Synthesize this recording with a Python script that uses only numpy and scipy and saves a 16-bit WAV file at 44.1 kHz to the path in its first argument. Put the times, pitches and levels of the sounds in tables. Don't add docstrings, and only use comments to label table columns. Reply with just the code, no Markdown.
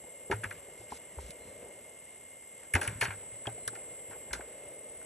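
import sys
import numpy as np
from scipy import signal
from scipy.fft import rfft, irfft
from scipy.io import wavfile

SR = 44100
rng = np.random.default_rng(int(sys.argv[2]) if len(sys.argv) > 2 else 0)


def dump_mix(stems):
    frames = np.atleast_2d(stems).T
    limited = np.clip(frames, -1, 1)
    pcm = np.round(limited * 32767).astype(np.int16)
    wavfile.write(sys.argv[1], SR, pcm)


N = 222925


def amp(db):
    return 10 ** (np.asarray(db) / 20)

def rms_one(x):
    return x / np.sqrt(np.mean(x ** 2) + 1e-20)

def peak_one(x):
    return x / np.abs(x).max()

def in_time(rows):
    times, *columns = np.transpose(rows)
    return [np.interp(np.arange(N) / SR, times, column) for column in columns]

def at_hz(points, size):
    hz = np.maximum(np.fft.rfftfreq(size, 1 / SR), 1)
    table_hz, db = np.transpose(points)
    return np.interp(np.log(hz), np.log(np.maximum(table_hz, 1)), db)

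def colour(x, spectrum):
    return rms_one(irfft(rfft(x) * amp(at_hz(spectrum, len(x))), len(x)))

def drift(rate_hz):
    step, warm_up = 40, 2000
    r = np.exp(-2 * np.pi * step * rate_hz / SR)
    noise = rng.standard_normal(N // step + warm_up + 2)
    slow = signal.lfilter([1], [1, -2 * r, r * r], noise)[warm_up:]
    return np.interp(np.arange(N) / step, np.arange(len(slow)), rms_one(slow))

def ring(clicks, hz, fade_s):
    r, w = amp(-60 / (fade_s * SR)), 2 * np.pi * hz / SR
    return signal.lfilter([0, np.sin(w)], [1, -2 * r * np.cos(w), r * r], clicks + 1e-18)

def add(out, x, start_s):
    i = round(start_s * SR)
    out[i:i + len(x)] += x[:N - i]

def gate(start, end, edge_s=0.01):
    t = np.arange(N) / SR
    return np.clip(np.minimum(t - start, end - t) / edge_s + .5, 0, 1)

def aftermath(events, share, fade_s):
    kicks = np.zeros(N)
    for start, db, *_ in events:
        kicks[round(start * SR)] += amp(share * db)
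    return signal.lfilter([1], [1, -amp(-60 / (fade_s * SR))], kicks)


SHAFT_HZ, SWITCHING_HZ = 18.98, 8000.3
# time in seconds, then levels in dB at steps +4, -24 and -10.
MAIN_TONE_LEVELS = [(0.0, -57, -57, -69), (0.35, -50.5, -60, -80), (0.65, -65, -59, -75),
                    (1.1, -62, -60.5, -65), (1.9, -70, -66, -65), (2.55, -66, -60, -66),
                    (2.8, -59, -61, -53.5), (3.2, -49, -61.5, -52.5), (3.7, -46.5, -56.5, -54.5),
                    (4.2, -50.5, -55.5, -56), (4.4, -56, -58, -53), (4.65, -52, -65, -57.5),
                    (5.05, -48, -81, -60)]
# steps from the switching tone, relative level in dB.
SIDE_TONES = [(-150, -85), (-108, -81), (-101, -83), (-66, -77), (-59, -84), (-52, -84), (-45, -81),
              (-38, -87), (-25, -79), (-21, -74), (-20, -76), (-19, -78), (-17, -72), (-14, -70),
              (-11, -77), (-9, -75), (-8, -77), (-6, -63), (-2, -76), (-1, -73), (0, -72), (1, -71),
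              (2, -71), (3, -65), (5, -70), (6, -59), (7, -74), (8, -77), (10, -73), (12, -67), (32, -85),
              (46, -78), (123, -86), (130, -85), (141, -87), (143, -84), (144, -80), (148, -83), (157, -86),
              (172, -86), (177, -86), (183, -79), (190, -85), (193, -81)]
# time in seconds, level of the strongest of those in dB.
SIDE_TONE_LEVEL = [(0, -59), (3.0, -57), (4.4, -62), (4.7, -59), (5.05, -57.5)]
# multiple of its speed, relative level in dB.
SHAFT_TONES = [(73, -86), (85, -86), (108, -78), (112, -64), (116, -77), (119, -83), (126, -83), (140, -84),
               (147, -82), (154, -75), (168, -84), (182, -84), (596, -80)]
# pitch in Hz, relative level in dB.
NOISE_COLOUR = [(30, -26), (60, -10.5), (250, -7.5), (900, -9.5), (1500, -21.5), (2000, -8.5),
                (2400, -20.5), (2800, -13.5), (4000, -25), (6400, -23.5), (7400, -36), (7550, -12.5),
                (7850, -19.5), (8150, 1.5), (8500, -21), (10000, -87)]
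HISS_COLOUR = [(8500, -58), (9300, -32.5), (10300, -14), (10800, -20.5), (11500, -17), (12000, -26),
               (12500, -46), (13000, -84)]
# time in seconds, level in dB.
NOISE_LEVEL = [(0, -58.5), (2.7, -58), (3.3, -57.5), (5.05, -58)]
HISS_LEVEL = [(0.0, -64.5), (1.67, -68.5), (2.9, -66), (3.2, -77), (4.2, -61), (4.4, -69.5), (5.05, -66.5)]

def motor():
    sway = 1 + 0.0002 * drift(2)
    clock = 2 * np.pi * np.cumsum(sway) / SR

    def tone(hz):
        return np.sqrt(2) * np.sin(hz * clock + rng.uniform(0, 2 * np.pi))

    def chord(rows, base_hz):
        top_db = max(db for _, db in rows)
        return sum(amp(db - top_db) * tone(base_hz + step * SHAFT_HZ) for step, db in rows)

    main_tones = zip((4, -24, -10), in_time(MAIN_TONE_LEVELS))
    whine = sum(amp(db) * tone(SWITCHING_HZ + step * SHAFT_HZ) for step, db in main_tones)
    whine += amp(in_time(SIDE_TONE_LEVEL)[0]) * chord(SIDE_TONES, SWITCHING_HZ)
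    shaft = amp(-63.5 + 2.15 * drift(48)) * chord(SHAFT_TONES, 0)
    noise = amp(in_time(NOISE_LEVEL)[0] + drift(6)) * colour(rng.standard_normal(N), NOISE_COLOUR)
    hiss = amp(in_time(HISS_LEVEL)[0]) * colour(rng.standard_normal(N), [(4000, -96)] + HISS_COLOUR)
    throb = 1 + .3 * np.sin(14 * SHAFT_HZ * clock)
    return whine + shaft + noise + throb * hiss


# time in seconds, level in dB.
RUMBLE_LEVEL = [(0, -57.5), (.5, -55.5), (1.05, -58.5), (1.3, -55), (1.63, -52), (2.05, -62.5),
                (2.68, -62.5), (2.83, -46), (2.95, -58.5), (3.25, -56.5), (3.45, -57.5), (3.66, -55),
                (4.3, -55), (4.72, -51.5), (4.87, -55.5), (5.05, -55)]
# pitch in Hz, rough width in Hz, relative level in dB.
HOLLOW_NOTES = [(417, 162, -1), (492, 77, 2), (605.6, 64, -2.5), (800, 2100, -19.5)]
# pitch in Hz, relative level in dB.
GRIT_COLOUR = [(600, 5), (1500, 8), (2500, 9), (4000, -2.5), (7000, -7), (9000, 11.5), (11000, 4),
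               (12200, 0.5), (13000, -71)]
GROUND_COLOUR = [(25, -19), (50, 8.5), (90, 3.5), (160, 4.5), (260, -3.5), (400, -9.5)]

def soil():
    rumble_db, = in_time(RUMBLE_LEVEL)
    clods = rng.standard_normal(N) * amp(0.61 * drift(72))
    rumble = sum((-1) ** k * amp(db) * rms_one(ring(clods, hz, 1.95 / width))
                 for k, (hz, width, db) in enumerate(HOLLOW_NOTES))
    grains = rng.standard_normal(N) * amp(2.9 * drift(130))
    grit = colour(grains, [(100, -51)] + GRIT_COLOUR)
    shake = rng.standard_normal(N) * amp(5.4 * drift(30))
    ground = colour(shake, GROUND_COLOUR + [(3000, -68)])
    grit_gain = amp(rumble_db - 11)
    grit_gain += amp(-51) * aftermath(BUCKET_KNOCKS, share=0.63, fade_s=0.73)
    ground_gain = amp(-70.5 + 0.5 * (rumble_db - rumble_db.mean()))
    ground_gain += amp(-26.5) * aftermath(BOARD_THUMPS, share=0.93, fade_s=0.67)
    return amp(rumble_db) * rms_one(rumble) + grit_gain * grit + ground_gain * ground


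# time in seconds, level in dB, centre pitch in Hz, crack and snap
# levels in dB compared with the ringing, fade time of the rattle in seconds.
BUCKET_KNOCKS = [(.04, -52.5, 600, -30, -33, 0.048), (.300, -38.5, 427, -33, -32, 0.11),
                 (.313, -19.5, 1560, -12, -20, 0.1), (.325, -24.5, 1120, -13, -37, 0.031),
                 (.434, -28.5, 1790, -30, -30, 0.045), (.440, -23.5, 1790, -10, -6, .05),
                 (0.453, -35.5, 1680, -17, -28, 0.076), (.510, -30.5, 1640, -12, -9, 0.043),
                 (0.684, -51.5, 600, -32, -34, 0.021), (.811, -49.5, 705, -30, -15, .028),
                 (.922, -32, 900, -26, -31, 0.023), (1.187, -37, 890, -30, -33, 0.018),
                 (1.307, -46, 2160, 8.5, 4, 0.04), (1.625, -52, 600, -35, -30, 0.52),
                 (2.627, -47.5, 1630, -28, -25, 0.18), (2.738, -18.5, 2200, -13, 2.5, 0.04),
                 (2.7521, -15.5, 1900, -5, -16, .047), (2.757, -28, 720, -40, -40, 0.1),
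                 (2.765, -25.5, 1900, -22, -36, 0.11), (2.786, -37, 900, -28, -36, 0.071),
                 (2.814, -24.5, 1900, -9, -2, 0.11), (2.83, -33, 2200, 0, -5, 0.14),
                 (2.848, -33.5, 1630, -6.5, -19, 0.43), (2.877, -26, 2250, -3.5, 6, 0.045),
                 (3.012, -18.5, 2330, -12, -1, 0.13), (3.025, -20.5, 1390, -20, -30, 0.066),
                 (3.052, -24.5, 1900, -28, -30, 0.11), (3.081, -32, 1690, -30, -30, .096),
                 (3.105, -30.5, 1790, -36, -39, 0.084), (3.136, -43.5, 1610, -28, -25, 0.073),
                 (3.233, -50.5, 800, -62, -49, 0.034), (3.454, -35.5, 1650, -29, -19, 0.15),
                 (3.470, -26.5, 3120, -8.5, -20, 0.016), (3.474, -31, 755, -18, -28, 0.062),
                 (3.579, -46.5, 670, -33, -30, 0.0098), (3.678, -28.5, 1500, 6, 3, 0.032),
                 (3.729, -47, 700, -25, -25, 0.065), (3.752, -39, 1900, -4.5, -24, 0.058),
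                 (3.772, -47.5, 780, -34, -30, 0.041), (4.109, -43.5, 1160, -5, -23, 0.14),
                 (4.129, -43.5, 1510, -29, -17, 0.077), (4.157, -47, 720, -23, -18, .025),
                 (4.279, -49, 734, -21, -26, 0.053), (4.307, -42, 1460, -16, -13, 0.19),
                 (4.332, -25.5, 1740, 2, -29, 0.056), (4.348, -36, 1440, -15, -13, 0.13),
                 (4.395, -40.5, 735, -35, -30, 0.044), (4.406, -36, 1610, -28, -23, 0.06),
                 (5.013, -47.5, 1500, -12, -24, 0.065)]
# pitch in Hz, relative dB, fade time in seconds.
BUCKET_NOTES = [(600, -1, 0.0098), (720, -2, 0.042), (783.6, -3.5, 0.048), (913, 4, 0.017),
                (1114, -3.5, 0.022), (1285, -3.5, 0.018), (1414, -3.5, 0.034), (1560, 1, 0.026),
                (1688, 3.5, 0.016), (1900, -2.5, 0.023), (2019, -3.5, 0.025), (2200, 3.5, 0.01),
                (2423, 2, 0.013), (2666, 3, 0.0079), (3050, -3, 0.012), (3270, -6, 0.013),
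                (3640, -9, 0.015), (4370, 0, 0.0086)]
THUD_NOTES = [(260, -6.5, 0.1), (357, 3.5, 0.036), (399, 6.5, 0.048), (483, -8.5, 0.059)]
# pitch in Hz, relative level in dB.
CRACK_COLOUR = [(2000, -27), (3500, -13), (6300, -12.5), (8000, -12.5), (9500, -2.5), (12500, -34.5),
                (13500, -65)]
SNAP_COLOUR = [(7500, -50), (9000, 23), (11000, 7), (13000, -24), (15500, -54)]
TAIL_COLOUR = [(7500, -17), (9000, 14), (11000, -0.5), (12300, -24), (13000, -51), (14000, -80)]

def knocks():
    out, size = np.zeros(N), 8192
    rise_s, contacts_per_s = .0025, 4000
    t = np.arange(size) / SR
    shape = (len(BUCKET_KNOCKS), size)
    rattles = rng.standard_normal(shape) * (rng.random(shape) < contacts_per_s / SR)
    noises = rng.standard_normal(shape)
    click = 1.0 * (t == 0)
    hit = 4.26 * (np.arange(size) == int(rise_s * SR))
    notes = np.array([rfft(ring(click, hz, fade_s)) for hz, _, fade_s in BUCKET_NOTES])
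    low_notes = sum(amp(db) * rfft(ring(click, hz, fade_s)) for hz, db, fade_s in THUD_NOTES)
    note_hz, note_db, _ = np.transpose(BUCKET_NOTES)
    signs = (-1) ** np.arange(len(notes))
    for row, rattle, noise in zip(BUCKET_KNOCKS, rattles, noises):
        time, db, centre_hz, crack_db, snap_db, fade_s = row
        fade = np.minimum(t / rise_s, amp(-60 * (t - rise_s) / fade_s))
        force = rfft((hit + rattle + 0.43 * noise) * fade)
        spread_octaves = min(9.4 * fade_s, 0.63)
        weights = signs * amp(note_db - 3 * (np.log2(note_hz / centre_hz) / spread_octaves) ** 2)
        ringing = peak_one(irfft(force * (weights @ notes), size))
        thud_db = -6 - 14 * np.log2(centre_hz / 1000)
        thud = amp(thud_db) * peak_one(irfft(force * low_notes, size))
        crack = colour(noise + 0.89 * hit, [(500, -45)] + CRACK_COLOUR + [(20000, -89)])
        crack *= fade ** 2.6 + 0.47 * fade ** 0.46
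        snap = colour(noise + 3 * hit, [(2000, -80)] + SNAP_COLOUR) * fade ** 4
        snap += 1.37 * colour(noise, [(2000, -82)] + TAIL_COLOUR) * fade ** 0.76
        knock = ringing + thud + amp(crack_db) * peak_one(crack) + amp(snap_db) * peak_one(snap)
        add(out, amp(db) * knock, time - rise_s)
    return out


# start in seconds, peak level in dB, pitch in Hz, fade time in seconds.
BOARD_THUMPS = [(0.333, -32.5, 107.2, 0.32), (0.452, -40, 97.6, 0.23), (0.793, -48, 111, 0.22),
                (0.917, -55, 72, 0.32), (1.17, -36, 69.5, 0.21), (1.233, -38.5, 61, 0.2),
                (2.741, -20.5, 88.4, 0.14), (2.875, -31, 105.5, 0.18), (2.951, -38.5, 99, 0.074),
                (3.016, -35, 119, 0.19), (3.081, -39, 100, 0.35), (3.319, -48.5, 109, 0.22),
                (3.465, -36.5, 115, 0.25), (3.667, -48, 113.6, 0.4), (4.082, -50, 103, 0.18),
                (4.305, -40.5, 57, 0.42)]

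def thumps():
    out, push = np.zeros(N), np.zeros(SR // 2)
    push[:300] = np.hanning(300)
    shared_notes = 0.077 * ring(push, hz=75, fade_s=0.17) - 0.11 * ring(push, hz=226, fade_s=0.025)
    for start, db, hz, fade_s in BOARD_THUMPS:
        add(out, amp(db) * peak_one(ring(push, hz, fade_s) + shared_notes), start)
    return out


# start in seconds, end in seconds, level in dB.
BUCKET_SCRAPES = [(0.775, 0.86, -63.5), (0.903, 0.98, -54), (1.196, 1.32, -58), (3.009, 3.055, -41)]
# pitch in Hz, relative level in dB.
SCRAPE_COLOUR = [(1500, -6.5), (3000, -8), (4200, -8.5), (6000, -7), (8000, -8.5), (11000, -3.5),
                 (13000, -68)]

def scrapes():
    grains = rng.standard_normal(N) * amp(1.7 * drift(240))
    volume = sum(amp(db) * gate(start, end) for start, end, db in BUCKET_SCRAPES)
    return volume * colour(grains, [(200, -79)] + SCRAPE_COLOUR)


# start in seconds, end in seconds, pitch in Hz, level in dB.
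FAR_WHISTLES = [(1.40, 1.51, 4120, -72), (1.51, 1.553, 4000, -78), (3.60, 3.70, 4120, -74)]

def whistles():
    t = np.arange(N) / SR
    return sum(amp(db) * gate(start, end) * np.sqrt(2) * np.sin(2 * np.pi * hz * t)
               for start, end, hz, db in FAR_WHISTLES)


# pitch in Hz, left's lead in radians.
LEFT_LEAD = [(0, 0), (690, 0.2), (1290, -0.2), (2760, 0.6), (3960, 0.3), (4570, 1.7), (4910, 3.3),
             (5430, 6.3), (6550, 6.3), (6800, 7.2), (8180, 8.6), (8440, 9.4), (10100, 9.5), (11800, 12.4),
             (14100, 12.7), (15200, 15.9)]
# pitch in Hz, how much louder the left port is in dB.
LEFT_BOOST = [(60, 0.0), (110, 0.0), (200, 0.0), (380, 0.0), (700, 1.5), (1290, 2.0), (2380, 0.5),
              (4400, 0.0), (8120, 0.0), (15000, 0.0)]
# pitch in Hz, relative level in dB.
STEADY_SCATTER = [(60, -86), (250, -33), (650, -15), (1100, -10.5), (2000, -26.5), (3000, -7.5),
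                  (6000, -16), (12000, -20)]
BLOW_SCATTER = [(60, -85), (250, -47), (400, -17), (750, -8.5), (1250, -3), (2000, -24), (4000, -7),
                (12000, -31)]

def ports(x, scatter):
    hz = np.fft.rfftfreq(N, 1 / SR)
    lead = np.interp(hz, *np.transpose(LEFT_LEAD))
    direct = np.exp(.5j * lead) * amp(at_hz(LEFT_BOOST, N) / 2)
    delays_s = rng.uniform(0.00104, 0.01, 16)
    echoes = np.exp(-2j * np.pi * np.outer(hz, delays_s)).sum(axis=1) / np.sqrt(len(delays_s))
    scattered = amp(at_hz(scatter, N)) * echoes
    left, right = direct + scattered, 1 / direct - scattered
    return irfft(rfft(x) * np.array([left, right]), N)

def scene():
    steady = ports(motor() + soil() + scrapes() + whistles(), STEADY_SCATTER)
    blows = ports(knocks() + thumps(), BLOW_SCATTER)
    return steady + blows

def record(dry):
    bass_hz, treble_hz = 48, 16000
    dry = signal.sosfilt(signal.butter(3, bass_hz, "high", fs=SR, output="sos"), dry)
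    return signal.sosfilt(signal.cheby2(12, 70, treble_hz, fs=SR, output="sos"), dry)


dry = scene()
out = record(dry)
dump_mix(out)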